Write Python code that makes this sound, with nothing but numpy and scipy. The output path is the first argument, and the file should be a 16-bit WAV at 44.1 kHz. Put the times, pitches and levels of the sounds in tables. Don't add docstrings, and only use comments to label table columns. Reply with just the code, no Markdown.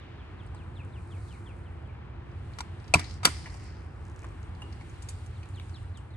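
import sys
import numpy as np
from scipy import signal
from scipy.fft import rfft, irfft, next_fast_len
from scipy.io import wavfile
from scipy.ndimage import uniform_filter1d

SR = 44100
rng = np.random.default_rng(int(sys.argv[2]) if len(sys.argv) > 2 else 0)


def persist_wave(psi):
    counts = np.round(np.clip(psi, -1, 1) * 32767).astype(np.int16)
    wavfile.write(sys.argv[1], SR, np.atleast_2d(counts).T)


N = 271857
TIME = np.arange(N) / SR
FFT_SIZE = next_fast_len(N + SR)
HZ = np.arange(FFT_SIZE // 2 + 1) * SR / FFT_SIZE + 1e-3
STREET_LAG, HAND_LAG = 4, 20


def gain(db):
    return 10 ** (np.asarray(db) / 20)


def unit_level(x):
    return x / np.sqrt(np.mean(x ** 2))


def unit_energy(x):
    return x / np.sqrt(np.sum(x ** 2, axis=-1, keepdims=True))


def over_hz(table, hz):
    points_hz, values = np.transpose(table)
    return np.interp(np.log(hz), np.log(np.maximum(points_hz, 1)), values)


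def over_time(table):
    return gain(np.interp(TIME, *np.transpose(table)))


def filtered(x, response):
    return irfft(rfft(x, FFT_SIZE) * response, FFT_SIZE)[..., :N]


def octave_band(hz, octave):
    return np.cos(np.pi / 2 * np.clip(np.log2(hz) - octave, -1, 1)) ** 2


def ring_down(t, ring_s):
    return np.exp(-np.log(1000) * t / ring_s)


def wander(rate):
    hold = int(SR / rate)
    steps = np.repeat(rng.standard_normal(N // hold + 1), hold)
    return 1.3 * uniform_filter1d(uniform_filter1d(steps, hold), hold)[:N]


def grains(boost_db, samples):
    return gain(boost_db * rng.exponential(size=N // samples + 1)).repeat(samples)[:N]


def add(track, start_s, sound):
    start = int(start_s * SR)
    first, last = max(start, 0), min(start + sound.shape[-1], N)
    track[..., first:last] += sound[..., first - start:last - start]


# frequency in Hz, likeness from 0 (unrelated) to 1 (same).
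STEREO_LIKENESS = [(25, .7), (60, 1), (130, 0.91), (290, 0.72), (640, 0), (1410, 0.7), (3100, 0.5),
                   (6820, 0.05), (15000, 0.2)]


def hiss(colour, flicker_db, rate):
    alike = np.clip(over_hz(STEREO_LIKENESS, HZ), 0, 1)
    low_hz, top_hz = colour[0][0], colour[-1][0]
    mid, side = rfft(rng.standard_normal((2, FFT_SIZE))) * gain(over_hz(colour, HZ)) * (HZ < top_hz)
    pair = np.array([mid * np.sqrt(1 + alike) + sign * side * np.sqrt(1 - alike) for sign in (1, -1)])
    out = 0
    for octave in range(int(np.log2(low_hz)), int(np.log2(top_hz)) + 2):
        band = irfft(pair * octave_band(HZ, octave), FFT_SIZE)[:, :N]
        out = out + band * gain(flicker_db * wander(rate))
    return unit_level(out)


# frequency in Hz, relative level in dB.
TRAFFIC_COLOUR = [(12, -36.5), (20, -25.5), (59, 0), (90, 1), (120, -6), (167, -15.5), (216, -19.5),
                  (341, -21.5), (452, -25), (599, -29), (814, -26.5), (1670, -32), (3080, -39.5),
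                  (5830, -57.5), (9000, -67.5), (11700, -78), (19800, -120)]
# time in seconds, level in dB.
RUMBLE_LEVELS = [(0, -48), (.5, -41.5), (1.9, -41.5), (2.8, -41), (3.3, -39.5), (3.9, -43.5), (4.3, -40),
                 (6.16, -44)]
# time in seconds, boost or cut in dB.
TREBLE_DRIFT = [(0, 4.5), (1.4, -12.5), (1.8, -3.5), (2.75, 1.5), (3.7, -7), (5, 3), (6.16, -4.5)]
# pitch in Hz, width in Hz, dB against the rumble on the porch, the same indoors.
LOW_HUMS = [(90.3, 5, -9, 0), (120.9, 2.5, -20, -7), (343, 14, -21, -24.5)]


def traffic_and_hum():
    wash = gain(-39) * hiss(TRAFFIC_COLOUR, flicker_db=.6, rate=8)
    bass = filtered(wash, 1 / (1 + (HZ / 170) ** 6))
    treble = filtered(wash, 1 - 1 / (1 + (HZ / 2510) ** 4))
    above_bass = wash - bass + treble * (over_time(TREBLE_DRIFT) - 1)
    doorway_s, crossing_s, shade_db = 4.57, 0.74, -1.5
    indoors = np.clip((TIME - doorway_s) / crossing_s, 0, 1)
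    hum = 0
    for hz, width_hz, porch_db, indoors_db in LOW_HUMS:
        drone = filtered(rng.standard_normal(N), 1 / (1 + ((HZ - hz) / width_hz) ** 2))
        hum = hum + unit_level(drone) * gain(porch_db + (indoors_db - porch_db) * indoors)
    rumble = over_time(RUMBLE_LEVELS) * (unit_level(bass) + hum)
    left, right = above_bass * gain(shade_db * indoors) + rumble
    return np.array([left, np.roll(right, STREET_LAG)])


# start in seconds, first pitch in Hz, level in dB,
# where the note is loudest (0 is its start, 1 its end), length in seconds.
BIRD_NOTES = [(-.004, 4620, -62, 0.6, .07), (0.192, 3700, -59, 0.14, 0.048), (0.372, 4750, -59, .6, 0.068),
              (0.553, 5030, -58.5, .6, 0.085), (0.749, 4500, -53.5, 0.67, 0.087),
              (0.923, 4260, -55.5, 0.84, 0.072), (1.101, 4020, -56, 0.37, .078),
              (1.284, 4000, -53.5, .7, 0.087), (1.458, 3800, -55, 0.06, 0.085),
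              (1.629, 4600, -64.5, 0.36, 0.095), (1.851, 3500, -58, .8, 0.072),
              (4.944, 4610, -68.5, .5, 0.056), (5.107, 4600, -64, .4, .06), (5.351, 4590, -63, 0.3, 0.052),
              (5.541, 4600, -52, 0.1, 0.055), (5.735, 4590, -53.5, 0.06, 0.057),
              (5.937, 4600, -57, 0.45, 0.056), (6.123, 4600, -62.5, 0.36, .06)]


def bird():
    target_hz, glide_s = 1477, .057
    song, waver = np.zeros(N), 1 + .012 * wander(60)
    for start, first_hz, db, loudest, length in BIRD_NOTES:
        t = np.arange(int(length * SR)) / SR
        hz = target_hz + (first_hz - target_hz) * np.exp(-t / glide_s)
        hz = hz * np.interp(start + t, TIME, waver)
        swell = np.interp(t / length, [0, np.clip(loudest, .1, .88), .9, 1], [.15, .8, .45, 0])
        add(song, start, gain(db) * swell * np.sin(2 * np.pi * np.cumsum(hz) / SR))
    song = song + gain(-7.5) * np.roll(song, int(.005 * SR))
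    song = song * gain(3 * wander(120))
    return np.array([song, .8 * np.roll(song, 1)])


# frequency in Hz, ring time in seconds.
ROOM_RING = [(100, 1), (600, 0.3), (1500, 0.67), (5000, 0.37), (12000, 0.045)]


def room(sound):
    t, tail = np.arange(SR) / SR, 0
    hz = np.arange(SR // 2 + 1) + 1
    for octave in range(6, 15):
        band = irfft(rfft(rng.standard_normal((2, SR))) * octave_band(hz, octave), SR)
        tail = tail + band * ring_down(t, over_hz(ROOM_RING, 2 ** octave))
    tail = tail * np.minimum(t / 0.0073, 1)
    return filtered(sound, rfft(tail / np.sqrt(np.sum(tail ** 2) / 2), FFT_SIZE))


# frequency in Hz, relative level in dB.
CLOTH_COLOUR = [(2350, -31.5), (4000, -2.5), (5790, -9), (9220, -2.5), (10000, -12.5), (11400, -33),
                (12300, -16), (13100, -26), (13800, -40), (15000, -35)]
# time in seconds, level in dB.
RUSTLE_LEVELS = [(0, -92), (.46, -78.5), (.9, -74), (1.3, -64.5), (1.66, -76.5), (2.13, -87.5),
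                 (2.5, -72.5), (2.9, -72), (3.7, -80), (4.13, -71.5), (4.53, -72.5), (4.75, -68.5),
                 (5.2, -66.5), (5.45, -71.5), (5.65, -66.5), (6.0, -76), (6.16, -77)]


def jacket():
    cloth = hiss(CLOTH_COLOUR, flicker_db=1.2, rate=25)
    return unit_level(cloth * grains(boost_db=1.4, samples=40)) * over_time(RUSTLE_LEVELS)


def tap(hz, width_hz, ring_s, brightness):
    t = np.arange(SR // 10) / SR
    f = np.arange(len(t) // 2 + 1) * SR / len(t)
    resonance = 1 / (1 + ((f - hz) / width_hz) ** 2)
    treble = brightness * (f > 1500) / (1 + (f / 9800) ** 10)
    noise = irfft(rfft(rng.standard_normal(len(t))) * (resonance + treble), len(t))
    fade = ring_down(t, np.clip(ring_s, .005, .08)) * np.minimum(t / 0.0006, 1)
    return unit_energy(noise * fade) * np.sqrt(np.sum(fade ** 2))


# start in seconds, level in dB, pitch in Hz, left minus right in dB.
HARDWARE_TICKS = [(.314, -73, 8600, 0), (.434, -66, 7000, 0), (0.463, -58.5, 8120, -3),
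                  (0.4724, -61, 4800, -2), (0.546, -57, 7940, 5), (0.848, -60, 7760, -3.5),
                  (1.874, -68, 8000, 2), (2.315, -63, 4970, 5), (2.5355, -55.5, 4270, 11),
                  (2.7995, -60, 4814, 12), (2.843, -55, 4890, 6), (2.879, -49.5, 5040, 0),
                  (3.0427, -43, 4480, 10), (3.1098, -47, 4500, 8), (3.6386, -57, 8230, -9),
                  (4.3064, -65, 4550, -1.5), (4.344, -67, 8940, -7), (4.4283, -55.5, 6400, 2.5),
                  (4.5496, -57, 4540, 3.5), (4.725, -52, 4870, 9), (4.81, -60, 4830, 14),
                  (4.896, -54, 6440, 3), (5.0223, -44.5, 7250, 6), (5.087, -37, 7900, 2.5),
                  (5.262, -51, 7500, -2), (5.431, -54, 4770, 0), (5.456, -58, 3200, -14),
                  (5.488, -54.5, 8200, 6), (5.5576, -58, 7960, -4), (5.695, -58.5, 5660, 15),
                  (5.744, -61, 8000, 0), (5.829, -60, 8500, -1), (5.972, -49.5, 7700, 7)]


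def ticks():
    out = np.zeros((2, N))
    for start, db, hz, pan_db in HARDWARE_TICKS:
        tick = tap(hz, width_hz=1000, ring_s=0.052 * gain(0.4 * (db + 41)), brightness=0.19)
        add(out, start, tick * gain([[db + pan_db / 2], [db - pan_db / 2]]))
    return np.array([out[0], np.roll(out[1], HAND_LAG)])


# start in seconds, level in dB, pitch in Hz,
# width in Hz, ring time in seconds (tap caps it at 0.08).
KNOCKS_AND_PINGS = [(.5468, -42, 730, 250, 0.032), (3.4585, -40, 2000, 400, 0.1),
                    (3.462, -46, 850, 150, 0.087), (3.545, -47.5, 878, 150, 0.055),
                    (4.229, -48.5, 2290, 200, .03), (4.243, -38, 1090, 450, 0.039),
                    (4.618, -42, 2830, 90, 0.17), (4.6186, -42.5, 1000, 200, 0.046),
                    (4.728, -53, 2000, 900, 0.05), (4.81, -49, 2180, 250, 0.048),
                    (4.812, -51, 950, 200, .04), (5.087, -51, 2300, 1200, 0.025),
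                    (5.43, -47.5, 2470, 300, .03), (5.5975, -37, 2215, 1200, 0.014),
                    (5.76, -56, 5030, 119.7, 0.053), (6.105, -61, 3980, 120, .06)]


def knocks_and_pings():
    out = np.zeros(N)
    for start, db, hz, width_hz, ring_s in KNOCKS_AND_PINGS:
        add(out, start, gain(db) * tap(hz, width_hz, ring_s, brightness=0.036))
    return np.array([out, np.roll(out, STREET_LAG)])


# start in seconds, end in seconds, slips per second, peak level in dB.
HINGE_CREAKS = [(4.051, 4.126, 60, -51), (4.161, 4.167, 49, -46), (4.192, 4.262, 70, -48.5),
                (4.27, 4.295, 50, -52)]


def hinge():
    pitch_hz, width_hz = 6600, 3500
    out, t = np.zeros(N), np.arange(200) / SR
    decay = np.pi * width_hz * t
    click = np.e * decay * np.exp(-decay) * np.sin(2 * np.pi * pitch_hz * t)
    for start, end, rate, db in HINGE_CREAKS:
        chance = rng.standard_normal((12, 2))
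        for slip_s, (late, louder) in zip(np.arange(start, end, 1 / rate), chance):
            add(out, slip_s + .06 * late / rate, gain(db + 2.5 * louder) * click)
    return out


# frequency in Hz, relative level in dB.
AIR_COLOUR = [(600, -20.5), (860, -7), (1400, -13.5), (2060, 0), (2810, -8.5), (3600, -13.5), (5000, -4),
              (6390, -12.5), (8940, -15), (10900, -33.5), (13000, -37), (14000, -46.5)]
# frequency in Hz, relative level in dB.
SEAL_COLOUR = [(3000, -31.5), (4200, -10), (6000, -3), (9200, 2), (11400, -20.5), (13100, -28),
               (15000, -42.5)]
# start in seconds, air level in dB, seal level in dB,
# how fast the air fades in dB per second.
DOOR_JERKS = [(2.95, -39, -46.5, 108.5), (3.25, -46.5, -46.5, 34)]


def closer_and_seal():
    air, seal = 0, 0
    for start, air_db, seal_db, fade_db_per_s in DOOR_JERKS:
        since = np.maximum(TIME - start, 0)
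        rise = np.minimum(since / 0.03, 1)
        air = air + rise * gain(air_db - fade_db_per_s * since)
        seal = seal + rise * gain(seal_db - 2.5 * fade_db_per_s * since)
    sputter = unit_level(grains(boost_db=2, samples=100))
    valve = air * sputter * hiss(AIR_COLOUR, flicker_db=4.5, rate=16)
    return valve + seal * hiss(SEAL_COLOUR, flicker_db=0.5, rate=92)


def latch_squeak():
    start_s, length_s, low_hz, high_hz = 2.9375, 0.0115, 2370, 2591
    out, t = np.zeros(N), np.arange(SR // 10) / SR
    from_middle = t - length_s / 2
    tones = np.cos(2 * np.pi * low_hz * from_middle) - np.cos(2 * np.pi * high_hz * from_middle)
    slide = np.clip(t / 0.0015, 0, 1) * np.clip((length_s - t) / 0.00078, 0, 1)
    ring = gain(-19) * np.exp(-t / .014) * (t > .002)
    add(out, start_s, gain(-13) * tones * np.maximum(slide, ring))
    return out


# pitch in Hz, relative level in dB, ring time in seconds.
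DOOR_MODES = [(87.6, 2.5, 0.21), (120, 1.5, 0.073), (162.5, 3, 0.093), (217.5, -3.5, 0.093),
              (278.3, -2.5, 0.1), (342, -3, 0.16), (404, -5, 0.055), (637, -6.5, 0.045), (703, 1, 0.055),
              (903, -5.5, 0.024), (981.5, -1, 0.04), (1108, -3.5, 0.047), (1240, -8.5, .025),
              (1436, -0.5, 0.025), (1770, -5, 0.02), (2114, -8, 0.02), (2350, -4, 0.044),
              (4000, -9.5, 0.024), (4780, -5.5, 0.02), (5340, -3, 0.026), (5760, -0.5, 0.015),
              (6300, -4.5, 0.014), (7800, -0.5, 0.01), (8080, -3, 0.025), (8550, -11, 0.011),
              (9820, -12.5, 0.013)]
# start in seconds, relative level in dB, treble tilt in dB per octave,
# four boosts in dB (bass, door leaf, low panel and high panel modes), rattle fade time in seconds.
DOOR_BLOWS = [(2.586, -42, -1.5, -42, -42, -23, 4, 0.0057),
              (2.6044, -44, -1.5, -39, -40, -15, 10.5, 0.0025),
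              (2.6057, -44, 0, -38, -37.5, -14.5, 10, 0.0028), (2.9387, -26, 1, -20.5, -19.5, 12, 7, 0.005),
              (2.945, -33.5, -1, 0, 8, 6, 15, 0.0051), (2.955, -33.5, -3, 12.5, 5, -9.5, 3, 0.0066),
              (2.994, -43, 1, 5, 6.5, -15, -6.5, 0.0049), (3.231, -35.5, -3.5, -24.5, -20, -10.5, 0, 0.023),
              (3.2485, -30, -1.5, -16, -11, -6.5, -8.5, 0.0031),
              (3.2523, -25, 3, -30.5, -30.5, -25, -20.5, 0.002),
              (3.2551, -23, -1, -13.5, -4.5, -14, -5.5, 0.0049),
              (3.259, -29, -1.5, -1, -2, -10.5, -7.5, 0.0072),
              (3.272, -29.5, -4, -18, -13, -13.5, -7.5, 0.0042),
              (3.28, -33.5, -6.5, -13.5, -11.5, -8.5, -8, 0.0058)]


def door():
    out, t = np.zeros((2, N)), np.arange(SR // 3) / SR
    f = np.arange(len(t) // 2 + 1) * SR / len(t) + 1
    hz, mode_db, ring_s = np.transpose(DOOR_MODES)[:, :, None]
    modes = ring_down(t, ring_s) * np.sin(2 * np.pi * hz * t)
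    pushed = modes * np.minimum(t / 0.0024, 1)
    rise = np.minimum(t / 0.00086, 1)
    crack_band = (1 / (1 + (f / 9500) ** 6) + gain(-20)) / (1 + (850 / f) ** 6)
    shiver = gain(-15) * unit_energy(np.exp(-t / 0.022))
    for start, db, tilt_db, *boosts_db, rattle_s in DOOR_BLOWS:
        chance = rng.standard_normal((2, len(t) + len(DOOR_MODES)))
        noise, scatter = chance[:, :len(t)], chance[:, len(t):]
        noise[1] = .5 * noise[0] + np.sqrt(.75) * noise[1]
        fade = np.exp(-t / rattle_s)
        rattle = noise[0] * fade * rise
        rattled = signal.fftconvolve(modes, rattle[None], axes=1)[:, :len(t)]
        ringing = unit_energy(np.where(hz < 1300, pushed, rattled))
        mix_db = mode_db + tilt_db * np.log2(np.maximum(hz, 700) / 1000)
        mix_db = mix_db + np.select([hz < 190, hz < 500, hz < 800, hz < 1300], boosts_db)
        tones = gain(mix_db.T + 1.5 * scatter) @ ringing
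        tilt = gain(tilt_db * np.log2(np.maximum(f, 700) / 1000))
        crowded = irfft(rfft(noise) * tilt * crack_band, len(t)) * rise
        crack = gain(12) * crowded * (unit_energy(fade) + shiver)
        add(out, start, gain(db) * np.sqrt(SR / 400) * (tones + crack))
    return out


# frequency in Hz, right minus left in dB.
DOOR_RIGHT_COLOUR = [(200, 0.5), (350, 1), (650, -5), (950, -2.5), (1400, 4), (2000, -0.5), (2500, 1.5),
                     (4500, -1.5), (5700, -3), (7500, -0.5), (9500, 0.5), (12000, -5)]


def place_door(sound):
    left, right = sound
    panel_share = 1 / (1 + (HZ / 1650) ** 8)
    lag_s = .0001 * panel_share + HAND_LAG / SR * (1 - panel_share)
    delay = np.exp(-2j * np.pi * HZ * lag_s)
    return np.array([left, filtered(right, gain(over_hz(DOOR_RIGHT_COLOUR, HZ)) * delay)])


def scene():
    blows = door()
    small_sounds = ticks() + knocks_and_pings() + hinge()
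    song = bird()
    echo = room(gain(-25) * blows[0] + gain(-11) * (small_sounds[0] + song[0]))
    door_and_latch = place_door(blows + latch_squeak())
    return door_and_latch + small_sounds + song + echo + traffic_and_hum() + jacket() + closer_and_seal()


# frequency in Hz, left minus right in dB.
MIC_BALANCE = [(60, -0.5), (110, -1.0), (200, -1.5), (380, -1.5), (700, 3.0), (1290, 1.0), (2380, 0.0),
               (4400, 3.5), (7500, -3.5), (11000, -8), (15000, -2)]


def record(dry):
    balance = gain(over_hz(MIC_BALANCE, HZ) / 2)
    roll_off = 1 / np.sqrt((1 + (HZ / 13200) ** 24) * (1 + (38 / HZ) ** 4))
    coloured = filtered(dry, np.array([balance, 1 / balance]) * roll_off)
    rounded = .95 * np.tanh(coloured / .95)
    return signal.sosfilt(signal.ellip(8, .2, 70, 16000, fs=SR, output="sos"), rounded)


dry = scene()
out = record(dry)
persist_wave(out)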